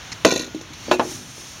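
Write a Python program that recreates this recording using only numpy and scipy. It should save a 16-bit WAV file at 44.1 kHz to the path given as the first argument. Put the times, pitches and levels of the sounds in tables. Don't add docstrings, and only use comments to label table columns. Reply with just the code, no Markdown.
import sys
import numpy as np
from scipy import signal
from scipy.fft import rfft, irfft
from scipy.io import wavfile
from scipy.ndimage import uniform_filter1d

SR = 44100
rng = np.random.default_rng(int(sys.argv[2]) if len(sys.argv) > 2 else 0)


def unload_audio(sound):
    columns = np.transpose(np.atleast_2d(sound))
    steps = np.round(np.clip(columns, -1, 1) * 32767)
    wavfile.write(sys.argv[1], SR, steps.astype(np.int16))


N = 70560

# (frequency [Hz], relative density [dB])
WIND_SPECTRUM = [(25, -35), (70, -7.5), (130, 4.5), (190, -4), (300, -6.5), (1000, -39)]
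AIR_SPECTRUM = [(25, -22), (60, 0), (125, -5), (220, -8), (400, -13.5), (1000, -10), (2000, -11),
                (3500, -11), (7000, -23.5), (9000, -36), (15000, -49)]
HISS_SPECTRUM = [(1000, -11), (2500, -8.5), (4000, -4), (5200, 2.5), (6200, 5.5), (7000, -0.5),
                 (8200, -23.5), (15000, -18)]
HISS_TOP_SPECTRUM = [(5000, 0), (7500, 5), (8700, 3.5), (11500, -5), (15000, -17)]
# (time [s], level [dB])
WIND_LEVELS = [(0, -56), (.12, -45.5), (.35, -43.5), (.5, -42), (.6, -47), (.75, -50.5), (.9, -44),
               (1.2, -42.5), (1.4, -50.5), (1.6, -51)]
AIR_LEVELS = [(0, -39.5), (.25, -40), (.6, -43.5), (.9, -39.5), (1.25, -44.5), (1.6, -43)]
# (time [s], hiss level [dB], top level [dB])
HISS_LEVELS = [(0, -46, -56.5), (.22, -47, -54), (.5, -47, -64), (.7, -49.5, -59), (.86, -41.5, -50.5),
               (.98, -47, -56), (1.03, -40.5, -45), (1.11, -34, -37.5), (1.16, -36.5, -41.5),
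               (1.23, -44, -47.5), (1.342, -43, -47), (1.41, -40, -44), (1.6, -43.5, -51)]
# (frequency [Hz], relative density [dB])
SCUFF_SPECTRUM = [(200, 0), (700, -10), (1300, 0), (2300, 5), (3200, -8), (4600, 7.5), (6500, 1.5),
                  (8500, -13), (15000, -42)]
CRACK_SPECTRUM = [(100, -22), (500, 10.5), (1200, 3.5), (3500, 0), (6500, 6.5), (9000, -9), (12000, 9),
                  (15000, -29)]
# (time [s], gain [dB], contact cutoff [Hz], dense ring gain [dB], spot pitch [Hz], spot gain [dB])
BALL_BLOWS = [(.2487, -1, 4560, 5, 200, 4.5), (.2520, -2.5, 5050, -5, 560, 5.5),
              (.2655, -22, 1800, 0, 1000, 4), (.2725, -11.5, 910, -17, 380, 1),
              (.3228, -10, 700, -15, 420, 8.5), (.336, -33, 590, 9, 335, 5),
              (.3595, -14, 750, -0.5, 480, 4.5), (.398, -19.5, 443, 0, 302, 8.5),
              (.43, -29, 393, 11, 257, 5), (.478, -26.5, 397, 1, 262, -10),
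              (.5465, -21.5, 333, -9, 310, 17), (.612, -25.5, 400, -2, 325, 5.5),
              (.705, -32.5, 297, -18, 307, 13.5)]
RAMP_BLOWS = [(.8832, -17, 480, -2, 300, 9), (.895, -13, 221, -5, 152, -6),
              (.9122, -11.5, 3920, 3, 1000, 5.5), (.9142, -1.5, 3300, -4.5, 580, 4.5),
              (.9955, -10, 2440, 4, 1590, 3.5), (.9998, -15, 1230, 1, 850, 14),
              (1.050, -23, 600, -1, 318, 12), (1.115, -27, 353, 2, 285, 9.5),
              (1.19, -28.5, 288, 3, 247, 4.5), (1.38, -31.5, 500, -19, 430, 6)]
# (frequency [Hz], relative level [dB], t60 [s])
BOX_MODES = [(207, -6, 0.034), (252.4, -17, 0.28), (318, -9.5, 0.15), (379, -11.5, 0.1), (480, -10, 0.076),
             (560, 2, 0.015), (642, -16, 0.15), (758, -6, 0.035), (1026, -23, 0.16), (1180, -17, .03),
             (1444, -31, 0.96), (2010, -21, 0.15), (2530, -17, 0.12)]
RAMP_MODES = [(131, -13, 0.071), (250.8, -12.5, 0.38), (320.5, -12.5, 0.25), (361, -9, 0.33),
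              (543, -6, 0.041), (606.6, -2.5, 0.054), (700, -15, .12), (835, -11.5, 0.12),
              (910, -10.5, 0.079), (1014, -5.5, 0.05), (1460, -16, 0.11), (1700, -9, 0.084),
              (2670, -15.5, .1)]
SPRING_MODES = [(2494, -7, 0.22), (2670, 0.5, 0.071), (3800, -4, 0.054), (4250, -13, 0.042),
                (4450, -6, 0.046), (6740, -10, 0.057), (7350, -6, 0.044)]
# (frequency [Hz], relative density [dB], t60 [s])
BOX_DENSE_BANDS = [(60.7, -16, 0.045), (205, -3, 0.15), (500, 3.5, 0.18), (1000, 2.5, 0.066),
                   (2060, -5, 0.039), (4000, -11, 0.065), (6130, -20, .04), (9100, -8.5, 0.09),
                   (15300, -44, 0.021)]
RAMP_DENSE_BANDS = [(60, -35, .08), (203, -1, 0.15), (500, 3.5, 0.18), (950, -1, 0.13), (2070, -7, 0.11),
                    (3880, -1.5, 0.089), (6300, -8.5, 0.13), (9500, -10, 0.17), (15300, -12, .12)]
# (time [s], gain [dB], tilt [dB/octave])
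MESH_BURSTS = [(0.248, 6.5, -3.5), (0.264, 1.5, -3.5), (0.273, 0, -3), (.285, -2, -4.5), (0.291, -6, 2),
               (0.3045, -0.5, -3.5), (0.3118, 1.5, -2), (0.3225, -0.5, -3), (.336, -2.5, 1),
               (0.352, -7.5, -1), (0.3587, -0.5, -0.5), (0.374, -3.5, 0), (0.393, -4, -0.5),
               (.409, -9.5, 0), (.418, -8.5, 1), (0.431, -14, -3), (0.443, -12, -0.5), (0.464, -18.5, 2),
               (0.546, -18.5, 1.5), (0.611, -15.5, 1), (0.733, -15.5, 0.5), (.921, -14, 5), (.932, -13, 6),
               (.944, -14, 4.5)]
# (frequency [Hz], half-width per filter pass [Hz], relative level [dB])
MESH_RESONANCES = [(1017.5, 36, -7), (1470, 75, -10.5), (1895, 43, -7), (2378, 66, -7.5), (2685, 170, -4.5),
                   (3556, 120, -2), (3996, 70, -0.5), (4180, 270, -3.5), (4470, 43, -5.5), (5540, 750, 0),
                   (6196, 78, -2.5), (6690, 530, 0.5), (8800, 500, -19), (9900, 400, -16.5),
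                   (11400, 600, -18.5), (12700, 700, -22), (14100, 550, -21)]
# (time [s], gain [dB])
SPRING_JOLTS = [(.916, -24.5), (.927, -26.5), (.940, -25)]
# (frequency [Hz], width [Hz])
PORT_NOTCHES = [(4850, 370), (7780, 810)]


def undb(db):
    return 10 ** (np.asarray(db) / 20)


def unit(x):
    return x / np.sqrt(np.mean(x ** 2))


def since(start_s):
    return np.maximum(np.arange(N) / SR - start_s, 0)


def fade(t, t60_s):
    return np.exp(-np.log(1000) * t / max(t60_s, 1e-3))


def noise(spectrum, size=N):
    hz, db = np.array(spectrum).T
    bin_hz = np.maximum(np.fft.rfftfreq(size, 1 / SR), 1)
    gain = undb(np.interp(np.log(bin_hz), np.log(hz), db))
    return unit(irfft(rfft(rng.standard_normal(size)) * gain, size))


def drift(rate_hz):
    hold = int(SR / rate_hz)
    steps = np.repeat(rng.standard_normal(N // hold + 1), hold)
    return unit(uniform_filter1d(uniform_filter1d(steps, hold), hold)[:N])


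def wind():
    return undb(np.interp(since(0), *np.array(WIND_LEVELS).T)) * noise(WIND_SPECTRUM)


def air_and_hiss():
    t = since(0)
    times_s, hiss_db, top_db = np.array(HISS_LEVELS).T
    hiss = undb(np.interp(t, times_s, hiss_db)) * noise(HISS_SPECTRUM)
    hiss += undb(np.interp(t, times_s, top_db)) * noise(HISS_TOP_SPECTRUM)
    air_db = np.interp(t, *np.array(AIR_LEVELS).T) - 0.5 * drift(rate_hz=12.1)
    return undb(air_db) * noise(AIR_SPECTRUM) + undb(0.49 * drift(rate_hz=40)) * hiss


def scuff(start_s=0.1175, length_s=0.016, edge_s=0.0014, level_db=-28):
    t = since(start_s)
    gate = np.clip(np.minimum(t, length_s - t + edge_s / 2) / edge_s, 0, 1)
    return undb(level_db) * gate * noise(SCUFF_SPECTRUM)


def modal_ring(modes, t):
    return sum(undb(db) * np.sin(2 * np.pi * hz * t) * fade(t, t60_s) for hz, db, t60_s in modes)


def dense_ring(bands, t):
    hz, db, t60s_s = np.array(bands).T
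    spectrum = rfft(noise(np.c_[hz, db], len(t)))
    edges_hz = np.sqrt(hz[1:] * hz[:-1])
    band = np.searchsorted(edges_hz, np.fft.rfftfreq(len(t), 1 / SR))
    return sum(irfft(spectrum * (band == k), len(t)) * fade(t, t60_s) for k, t60_s in enumerate(t60s_s))


def wood_knocks(blows, modes, bands, modes_db, bands_db, crack_db=-4, bass_loss_hz=242, size=20000):
    t = np.arange(size) / SR
    out = np.zeros(N + size)
    bass_loss = signal.butter(2, bass_loss_hz, "high", fs=SR)
    ring = undb(modes_db) * signal.lfilter(*bass_loss, modal_ring(modes, t))
    for start_s, gain_db, cutoff_hz, dense_db, spot_hz, spot_db in blows:
        knock = ring + undb(bands_db + dense_db) * dense_ring(bands, t)
        knock += undb(crack_db) * noise(CRACK_SPECTRUM, size) * fade(t, t60_s=0.026)
        spot = signal.iirpeak(spot_hz, Q=3.3, fs=SR)
        knock += (undb(spot_db) - 1) * signal.lfilter(*spot, knock)
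        contact = signal.butter(2, cutoff_hz, fs=SR)
        i = int(start_s * SR)
        out[i:i + size] += undb(gain_db) * signal.lfilter(*contact, knock)
    return out[:N]


def mesh_rattle(gain_db=-24, rise_s=0.0016, t60_s=0.06, ticks_per_s=1500, spread_db=5, pivot_hz=4060):
    starts_s, burst_db, tilt_db_per_oct = np.array(MESH_BURSTS).T
    bursts = np.array([(1 - np.exp(-t / rise_s)) * fade(t, t60_s) for t in map(since, starts_s)])
    out = np.zeros(N)
    for hz, half_width_hz, db in MESH_RESONANCES:
        hits = rng.random(N) < ticks_per_s / SR
        ticks = hits * undb(spread_db * rng.standard_normal(N)) * rng.choice([-1, 1], N)
        resonance = signal.iirpeak(hz, hz / (2 * half_width_hz), fs=SR)
        ring = signal.lfilter(*resonance, signal.lfilter(*resonance, ticks + 1e-18))
        burst_gains = undb(burst_db + tilt_db_per_oct * np.log2(hz / pivot_hz))
        envelope = np.sqrt(burst_gains ** 2 @ bursts ** 2)
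        out += undb(db) * unit(ring) * envelope
    return undb(gain_db) * out


def spring_rub(hz=4530, width_hz=220, swell_s=0.051, end_s=0.915, peak_db=-41):
    envelope = np.exp(np.minimum(since(0) - end_s, 0) / swell_s) * fade(since(end_s), t60_s=0.05)
    detuning = 2 * (np.fft.rfftfreq(N, 1 / SR) - hz) / width_hz
    friction = irfft(rfft(rng.standard_normal(N)) / np.sqrt(1 + detuning ** 4), N)
    return undb(peak_db) * envelope * unit(friction)


def spring_twang():
    return sum(undb(db) * modal_ring(SPRING_MODES, since(start_s)) for start_s, db in SPRING_JOLTS)


def scene():
    ball = wood_knocks(BALL_BLOWS, BOX_MODES, BOX_DENSE_BANDS, modes_db=-3.5, bands_db=-9)
    ramp = wood_knocks(RAMP_BLOWS, RAMP_MODES, RAMP_DENSE_BANDS, modes_db=-5.5, bands_db=-8)
    trap = ball + mesh_rattle() + spring_rub() + ramp + spring_twang()
    return (trap + scuff() + wind() + air_and_hiss())[None]


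def record(dry, cutoff_hz=15800):
    for hz, width_hz in PORT_NOTCHES:
        dry = signal.lfilter(*signal.iirnotch(hz, hz / width_hz, fs=SR), dry)
    lowpass = signal.ellip(10, 0.1, 80, cutoff_hz, fs=SR, output="sos")
    return signal.sosfilt(lowpass, np.clip(dry, -1, 1))


dry = scene()
out = record(dry)
unload_audio(out)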